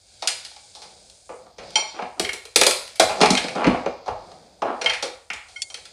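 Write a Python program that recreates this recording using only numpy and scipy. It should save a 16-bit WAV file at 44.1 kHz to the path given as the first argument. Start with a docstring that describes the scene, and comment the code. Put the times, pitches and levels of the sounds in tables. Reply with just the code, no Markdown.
"""Corn pops in a thick aluminium cooker on a stove; a hand lifts the lid, drops it back and turns it shut.
Each pop or knock is a short noisy blow that drums the lid, cracks in the air and may ring the rim.
The lid drags over its lugs and the vent pipe ticks once; underneath, oil sizzles and the stove rumbles.
Heard in a small, hard kitchen, on a close phone microphone that overloads on the loudest blows.
"""
import sys
import numpy as np
from scipy import signal
from scipy.fft import rfft, irfft
from scipy.io import wavfile

SR = 44100
rng = np.random.default_rng(int(sys.argv[2]) if len(sys.argv) > 2 else 0)


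def output_pcm(signal):
    """Save a mono or channel-first signal as 16-bit PCM at the path in sys.argv[1].

    Samples are clipped to [-1, 1] before scaling.
    """
    pcm = np.clip(np.atleast_2d(signal).T, -1, 1) * 32767
    wavfile.write(sys.argv[1], SR, np.round(pcm).astype(np.int16))


N = 261264

# heavy blows that jolt pot and stove: (time [s], thud [dB], stove shake [dB])
JOLTS = [(0.139, -63, -62), (1.29, -71, -70), (1.581, -49, -49.5), (2.021, -33.5, -64.5),
         (2.195, -30.5, -47.5), (2.558, -23.5, -42.5), (2.998, -26, -39.5), (3.2111, -15, -47),
         (3.256, -17, -42), (3.305, -12, -53.5), (3.4417, -31.5, -64), (3.5555, -24.5, -60),
         (3.642, -19, -34.5), (3.6666, -2.1, -38), (3.861, -28.5, -58), (4.0783, -43, -38.5),
         (4.618, -35, -53), (4.862, -55, -53), (5.303, -52, -55)]
LID_LIFTS_S, LID_LANDS_S = 2.15, 3.02
TIME = np.arange(N) / SR


def from_db(db):
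    return 10 ** (np.asarray(db) / 20)


def rms_one(x):
    return x / np.sqrt(np.mean(x ** 2) + 1e-20)


def at_hz(points, hz):
    point_hz, values = np.transpose(points)
    return np.interp(np.log(hz), np.log(point_hz), values)


def band(x, low_hz, high_hz):
    return signal.sosfilt(signal.butter(4, [low_hz, high_hz], "band", fs=SR, output="sos"), x + 1e-18)


def coloured(x, spectrum):
    """Filters x by a curve of (frequency [Hz], gain [dB])."""
    hz = np.maximum(np.fft.rfftfreq(N, 1 / SR), 10)
    return irfft(rfft(x) * from_db(at_hz(spectrum, hz)), N)


def resonance(x, hz, width_hz):
    """One damped mode driven by x."""
    r = np.exp(-np.pi * width_hz / SR)
    gain = (1 - r * r) / 2
    return signal.lfilter([gain, 0, -gain], [1, -2 * r * np.cos(2 * np.pi * hz / SR), r * r], x)


def struck_mode(start_s, hz, db, t60, rise_ms):
    """One decaying sine: returns its start sample and its sound."""
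    at = round(start_s * SR)
    t = np.arange(min(round(1.5 * t60 * SR), N - at)) / SR
    return at, from_db(db - 60 * t / t60) * np.minimum(1000 * t / rise_ms, 1) * np.sin(2 * np.pi * hz * t)


def stove(rumble_db=-65, rise_s=0.04, t60=0.35):
    """A steady low rumble; each jolt sets stove and counter shaking, then it dies away."""
    level = from_db(rumble_db)
    for start_s, _, shake_db in JOLTS:
        t = np.maximum(TIME - start_s, 0)
        fall_db = 60 * np.maximum(t - rise_s, 0) / t60
        level = level + from_db(shake_db - fall_db) * np.minimum(t / rise_s, 1)
    return level * rms_one(band(rng.standard_normal(N), 42, 112))


def frying(spits_per_s=5400):
    """Dense tiny oil bursts above; below, a dull low murmur that swells around the knocks."""
    # hiss and murmur swell and sink: (time [s], sizzle [dB], murmur [dB], treble against sizzle [dB])
    levels = [(0, -60, -68, 8), (.2, -51, -61, 6), (.42, -42, -59, -5), (.62, -52.5, -63.5, 10),
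              (.86, -50.5, -54, 4.5), (1.36, -60.5, -65.5, 15), (1.44, -58.5, -51, 5.5),
              (1.56, -60.5, -62, -1), (1.64, -47.5, -44.5, -2), (1.9, -41, -55, -11),
              (2.16, -61.5, -66, 10.5), (2.54, -56, -72, 8), (2.74, -32, -56, 0), (2.97, -49.5, -60.5, 3),
              (3.2, -38, -30, 2), (3.75, -47, -41.5, 1), (4.02, -54, -57, -13), (4.29, -54, -45.5, 2),
              (4.58, -59.5, -55.5, 3.5), (4.92, -54, -52.5, 6), (5.28, -65, -71, 12),
              (5.4, -59.5, -68, 7.5), (5.68, -58.5, -61, 20), (5.92, -53.5, -57.5, 4.5)]
    # spectra of the oil's hiss and the pot's murmur: (frequency [Hz], level [dB])
    sizzle_spectrum = [(880, -45), (1500, -4), (1930, -16), (2170, -3), (3000, -8), (3250, -1), (4940, 5),
                       (5400, -2), (6310, -6), (7380, -8.5), (9330, -7), (10600, -22), (15500, -40.5)]
    murmur_spectrum = [(90, -47), (130, -14), (180, -7), (260, -13), (380, -10), (520, -5), (760, -4.5),
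                       (1000, -18.5), (1900, -25.5), (2500, -29), (3500, -59)]
    times, *levels_db = np.transpose(levels)
    sizzle_gain, murmur_gain, treble_gain = [from_db(np.interp(TIME, times, db)) for db in levels_db]
    bursting = rng.random(N) < spits_per_s / SR
    spits = bursting * from_db(0.44 * rng.exponential(1, N)) * rng.choice([-1, 1], N)
    oil = rms_one(coloured(spits, sizzle_spectrum))
    sizzle = band(oil, 720, 6300) + treble_gain * band(oil, 6480, 12000)
    murmur = rms_one(coloured(rng.standard_normal(N), murmur_spectrum))
    return sizzle_gain * sizzle + murmur_gain * murmur


def kitchen(x, first_echo_s=0.0037):
    """Diffuse echoes off near, hard walls: octave bands of noise, each dying at its own rate."""
    # the room's decay: (frequency [Hz], t60 [s])
    decay = [(100, 0.28), (260, 0.29), (700, 0.47), (1840, 0.47), (4850, 0.34), (12800, 0.41)]
    t = np.arange(round(0.8 * SR)) / SR
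    white, tail = rng.standard_normal(len(t)), 0
    for low in 64.0 * 2 ** np.arange(8):
        tail = tail + band(white, low, 2 * low) * from_db(-60 * t / at_hz(decay, low * np.sqrt(2)))
    tail *= np.clip(t / first_echo_s - 1, 0, 1)
    return signal.fftconvolve(x, tail / np.sqrt(np.sum(tail ** 2)))[:N]


def vent_tick(start_s=5.619, level_db=-28, longest_t60=0.07):
    """The small brass pipe clicks and rings briefly, close and dry."""
    # pipe modes: (frequency [Hz], relative level [dB], t60 before the cap [s])
    modes = [(3400, 6.5, 0.045), (4500, 8, 0.073), (5240, 15.5, 0.022), (6020, 4, 0.041), (7000, 3, 0.084),
             (7740, -18, 0.077), (9070, -5, .04)]
    out = np.zeros(N)
    for hz, mode_db, t60 in modes:
        at, tone = struck_mode(start_s, hz, level_db + mode_db, min(t60, longest_t60), rise_ms=0.6)
        out[at:at + len(tone)] += tone
    t = np.arange(SR // 10) / SR
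    click = from_db(-16.5 - 60 * t / 0.049) * band(rng.standard_normal(len(t)), 2300, 10000)
    out[at:at + len(t)] += click
    return band(out, 1400, 13500)


def lid_drag(slips_per_s=990, swell_db=8.5, fall_db_per_s=220.5):
    """The lid drags over the lugs and corn tumbles inside: uneven soft slips and bumps."""
    # strokes: (start [s], swell [s], hold [s], relative level [dB], rasp against that level [dB])
    strokes = [(1.584, .02, 0.016, -42, -22), (1.938, .008, 0.075, -30.5, -6),
               (2.166, 0.016, 0.0046, -31.5, -13), (3.547, 0.058, 0.087, -11.5, -10),
               (3.832, 0.014, 0.018, -33, -12), (4.641, 0.013, 0.055, -16, -16.5),
               (5.034, 0.0067, 0.013, -26, -16), (5.312, 0.0082, 0.039, -43, 15.5)]
    sizes = from_db(2.5 * np.minimum(rng.exponential(1, N), 4))
    slips = (rng.random(N) < slips_per_s / SR) * sizes * rng.choice([-1, 1], N)
    dull, rasp = rms_one(band(slips, 250, 1390)), rms_one(band(slips, 1100, 3200))
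    out = np.zeros(N)
    for start_s, swell_s, hold_s, level_db, rasp_db in strokes:
        t = TIME - start_s
        rise_db = -swell_db * np.clip(1 - t / swell_s, 0, 1)
        fall_db = fall_db_per_s * np.maximum(t - swell_s - hold_s, 0)
        envelope = np.clip(t / 0.0091, 0, 1) * from_db(level_db + rise_db - fall_db)
        out += envelope * (dull + from_db(rasp_db) * rasp)
    return from_db(-14.5) * out


def rim(waver_db=5, wavers_per_s=70, steady_s=0.086):
    """Hard blows wake the rim's upper modes; a touching lid damps them, loose contact makes them waver."""
    # strikes: (time [s], level [dB], hardness [dB/octave], offset of the two lowest modes [dB],
    # share of free ring time [ratio], rise [ms])
    strikes = [(1.756, -14, -3.5, -0.5, 0.78, 0.61), (2.249, -24, -13, 7.5, 0.19, 0.74),
               (2.292, -26, -15, 15, 0.2, 0.37), (3.371, -17, -15, 2, 0.29, 1.1),
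               (4.817, -32.5, 5.5, -12, 0.14, 0.42), (4.860, -12.5, -33, 6.5, 0.54, 0.55),
               (4.895, -17, -17, -24, 0.38, 1.3), (5.559, -36, -9, 16.5, 0.63, 6),
               (5.701, -40.5, -5, 1, 0.54, 1), (5.745, -35, -19, -21, 0.37, 0.83)]
    # rim modes, some in close pairs that beat: (frequency [Hz]), (relative level [dB]), (free t60 [s])
    modes_hz = [2159, 2234, 2336, 2568, 3146, 3160, 4323, 4345, 4549, 4926, 5690, 5703, 6654, 7176, 8403,
                8856, 8963, 10660, 1440]
    modes_db = [-2, -4, -5, -7, -1, -2, -4, -6, -12, -10, -3, 1, -14, -5, -20, -11, -15, -14, -5]
    modes_t60 = [.22, .33, .33, .29, .3, .3, .36, .33, .3, .3, .4, .4, .2, .33, .2, .33, .3, .24, .2]
    octaves = np.log2(np.array(modes_hz) / modes_hz[4])
    wavers = waver_db * rng.standard_normal((len(modes_hz), 1000))
    out = np.zeros(N)
    for start_s, strike_db, hardness, lowest_db, ring_share, rise_ms in strikes:
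        tilt_db = hardness * np.where(octaves < 0, 1, octaves)   # the low cluster counts as one octave up
        tilt_db[[0, -1]] = lowest_db
        for hz, db, t60, waver in zip(modes_hz, strike_db + tilt_db + modes_db, modes_t60, wavers):
            at, tone = struck_mode(start_s, hz, db, t60 * ring_share, rise_ms)
            span = slice(at, at + len(tone))
            depth = np.minimum(np.arange(len(tone)) / (steady_s * SR), 1)   # the waver fades in
            wander_db = np.interp(TIME[span] * wavers_per_s, np.arange(len(waver)), waver)
            out[span] += tone * from_db(depth * wander_db)
    return band(out, 2060, 15000)


def pot_body(shaking, modes_db=2, hollow_db=6):
    """Lid and walls resonate to whatever shakes them; the air in the pot sounds while the lid is off."""
    # modes of lid and pot: (frequency [Hz], width [Hz], relative level [dB])
    modes = [(185, 38, -5.5), (248, 22, -1), (365, 80, -1), (493.5, 43, 3), (654, 28, 4), (742, 38, 3),
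             (821, 40, 1), (1352, 86, -5), (1700, 29, -7), (2375, 540, -1), (3260, 110, -6),
             (4130, 780, 0.5), (4910, 45, -1), (5590, 67, -47), (6130, 48, -28), (8450, 1200, -17.5)]
    metal = sum(from_db(db) * resonance(shaking, hz, width_hz) for hz, width_hz, db in modes)
    uncovered = (TIME > LID_LIFTS_S) & (TIME < LID_LANDS_S - 0.05)   # covered just before the lid lands
    hollow = resonance(shaking * uncovered + 1e-18, hz=391, width_hz=61)
    return shaking + from_db(modes_db) * metal + from_db(hollow_db) * hollow


def blow_layer(hits, band_hz, stretch, tone_db=0, modes_hz=(), rise_ms=0.96):
    """One band of the blows: noise bursts with any struck tones; stretch scales their rise and decay."""
    t = np.arange(SR // 4) / SR
    bursts, noise = np.zeros(N + len(t)), rng.standard_normal(N + len(t))
    tones = from_db(tone_db) * sum(np.sin(2 * np.pi * hz * t) for hz in modes_hz)
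    rise = np.minimum(1000 * t / (stretch * rise_ms), 1)
    for start_s, level_db, decay_ms, drum_hz in hits:
        at = round(start_s * SR)
        envelope = rise * from_db(level_db - 20 * 1000 * t / (stretch * decay_ms))
        shake = noise[at:at + len(t)] + tones
        if drum_hz:   # the lid drums with a rough tone, and its noise thins out below that pitch
            rough_tone = from_db(tone_db) * rms_one(resonance(shake, drum_hz, 0.078 * drum_hz))
            low_cut = signal.butter(2, 0.53 * drum_hz, "high", fs=SR)
            burst = signal.lfilter(*low_cut, envelope * (shake + rough_tone) + 1e-18)
        else:
            burst = envelope * shake
        bursts[at:at + len(t)] += burst
    low, high = band_hz
    return band(bursts[:N], low, high) * np.sqrt(SR / 2 / (high - low))


def pops_and_knocks(jolt_ms=16.6, thud_modes_hz=(251, 182.3)):
    """Bursting corn and lid knocks are short blows in six bands; where each lands sets its drum pitch."""
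    # blows, levels relative: (time [s], crack [dB], knock [dB], lid drum [dB], drum pitch [Hz],
    # 20 dB decay before stretch [ms])
    blows = [(0.2221, -21.5, -33, -26.5, 920, 25.5), (.2731, -5.5, -18, -33.5, 659, 18.5),
             (0.4481, -25, -35.5, -51, 805, 19.5), (.5127, -40, -60, -53, 860, 16),
             (.5625, -36, -47, -48, 805, 17), (.7495, -35, -56, -46, 807, 53),
             (.8174, -34.5, -48.5, -46.5, 885, 49), (1.098, -34.5, -63, -56, 611, 9),
             (1.291, -51, -43, -30.5, 502.4, 36), (1.4647, -48, -63, -38.5, 763, 10),
             (1.5824, -37, -39.5, -36, 510, 48), (1.7042, -33, -50, -66.5, 460, 9.7),
             (1.7563, -17.5, -27.5, -22, 867, 29), (1.9883, -44, -31.5, -19, 937, 16.6),
             (2.0211, -35, -27.5, -25.5, 712, 13), (2.1957, -7.5, -19, -18.5, 388, 10.2),
             (2.2457, -25, -24, -34, 388, 18), (2.2906, -20, -16.5, -38, 848, 6.5),
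             (2.331, -19, -30.5, -33, 423, 14.2), (2.452, -31.5, -40, -43.5, 470, 17.4),
             (2.5589, 1.5, -9.5, -15.5, 440, 12.8), (2.6119, 1, -8, -12, 488, 11),
             (2.6339, -5.5, -11.5, -26.5, 446, 7.1), (2.6653, -2.5, -17, -16, 583, 17.4),
             (2.7086, -8, -14.5, -34, 940, 8), (2.8773, -28, -32, -55, 487, 4.7),
             (2.9565, -32, -39.5, -59, 387, 22), (2.9966, -3, -12, -6, 613, 21),
             (3.0923, -28, -29.5, -24, 783, 64), (3.204, -20.5, -31, -15, 430, 28),
             (3.2124, -6.5, -12, -14, 860, 20.4), (3.2319, -13, -13.5, -10, 858, 13),
             (3.258, -10, -12.5, -33, 340, 11.7), (3.3033, -5.5, -22.5, -17, 369, 16.6),
             (3.351, -7.5, -10, -37.5, 870, 5.7), (3.3749, -11, -15, -26.5, 864, 17),
             (3.4404, -21.5, -27.5, -25.5, 495, 16), (3.482, -23.5, -25.5, -44.5, 821, 18),
             (3.5535, -29.5, -44, -23.5, 600, 18), (3.6428, -24.5, -16, -15, 449, 20),
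             (3.6675, -22.5, -24.5, -20.5, 336, 20), (3.7441, -39, -24.5, -16, 693, 10.3),
             (3.8601, -27.5, -25.5, -15, 533, 11), (4.0587, -39.5, -46, -32, 674, 62),
             (4.0785, -32.5, -36, -19.5, 853, 16.3), (4.3146, -39, -52, -41.5, 754, 15),
             (4.6189, -28, -28.5, -12, 663, 18.5), (4.813, -24, -24, -27, 500, 31),
             (4.8426, -21, -36, -26.5, 650, 11.5), (4.8592, -17.5, -17, -26, 893, 20),
             (4.8976, -19.5, -17, -32, 852, 19.6), (4.9329, -21.5, -24, -33, 885, 31),
             (5.0247, -15, -25, -24, 507, 25.4), (5.301, -23.5, -15, -31.5, 796, 10.3),
             (5.3332, -21.5, -45, -34, 910, 10.2), (5.4844, -44, -62, -56, 779, 97),
             (5.7002, -32, -45, -41, 1060, 15), (5.7422, -22, -31.5, -44.5, 526, 13.7),
             (5.7778, -42, -41, -45.5, 802, 8), (5.8529, -31.5, -41, -53, 525, 17)]
    # bands of crack, thud, drum, knock, spit and air: (low edge [Hz], high edge [Hz])
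    bands_hz = [(3000, 6500), (155, 330), (330, 1300), (1300, 3000), (6500, 11000), (11000, 15800)]
    # in the same order; low bands swell and die more slowly: (stretch [ratio])
    stretches = [0.89, 1.65, 2.3, 1.84, 1.26, 0.85]
    # struck tone within thud, drum and knock: (level against their noise [dB])
    tones_db = [-21, -16, -22.5]
    # modes that sound together in the knock: (frequency [Hz])
    knock_modes_hz = [1430, 2235, 2395]
    times, crack_db, knock_db, drum_db, drum_hz, decay_ms = np.transpose(blows)
    lid_open = (times > LID_LIFTS_S) & (times < LID_LANDS_S)
    # spit and air grow with the crack's lead over knock and drum; the shut lid muffles both
    sharpness_db = 0.2 * (crack_db - knock_db) + 0.24 * (crack_db - drum_db)
    spit_db = crack_db + sharpness_db + np.where(lid_open, -7.5, -13.5)
    air_db = spit_db + np.where(lid_open, 3, -6.5)
    thud_db = drum_db - 22.5 - 7 * np.log2(drum_hz / drum_hz.mean())   # a higher drum carries less thud

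    def hits(levels_db, pitch_hz=0):
        return list(np.broadcast(times, levels_db, decay_ms, pitch_hz))

    jolts = [(start_s, db, jolt_ms, 0) for start_s, db, _ in JOLTS]
    crack, thud, drum, knock, spit, air = zip(bands_hz, stretches)
    out = blow_layer(hits(crack_db), *crack)
    out += blow_layer(hits(thud_db) + jolts, *thud, tones_db[0], thud_modes_hz)
    out += blow_layer(hits(drum_db, drum_hz), *drum, tones_db[1])
    out += blow_layer(hits(knock_db), *knock, tones_db[2], knock_modes_hz)
    out += blow_layer(hits(spit_db), *spit)
    out += blow_layer(hits(air_db), *air)
    return from_db(-7) * out


def scene():
    """The cooker from close by, in mono, with the kitchen's echoes behind it."""
    pot = pot_body(pops_and_knocks() + lid_drag())
    ringing = rim()
    echoes = from_db(-5) * kitchen(pot + from_db(-7) * ringing)
    return (pot + ringing + vent_tick() + echoes + frying() + stove())[None]


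def record(dry, hiss_db=-77, cutoff_hz=16400):
    """The close phone microphone dulls the treble, hisses faintly, clips on peaks and cuts the top."""
    # microphone response: (frequency [Hz], gain [dB])
    response = [(100, -1.5), (200, -1), (9800, -2.5), (11000, -9.5), (13000, -20.5), (15500, -22.5)]
    heard = coloured(dry, response) + from_db(hiss_db) * rng.standard_normal(dry.shape)
    high_cut = signal.cheby2(12, 70, cutoff_hz, fs=SR, output="sos")
    return signal.sosfilt(high_cut, np.clip(heard, -1, 1))


dry = scene()
out = record(dry)
output_pcm(out)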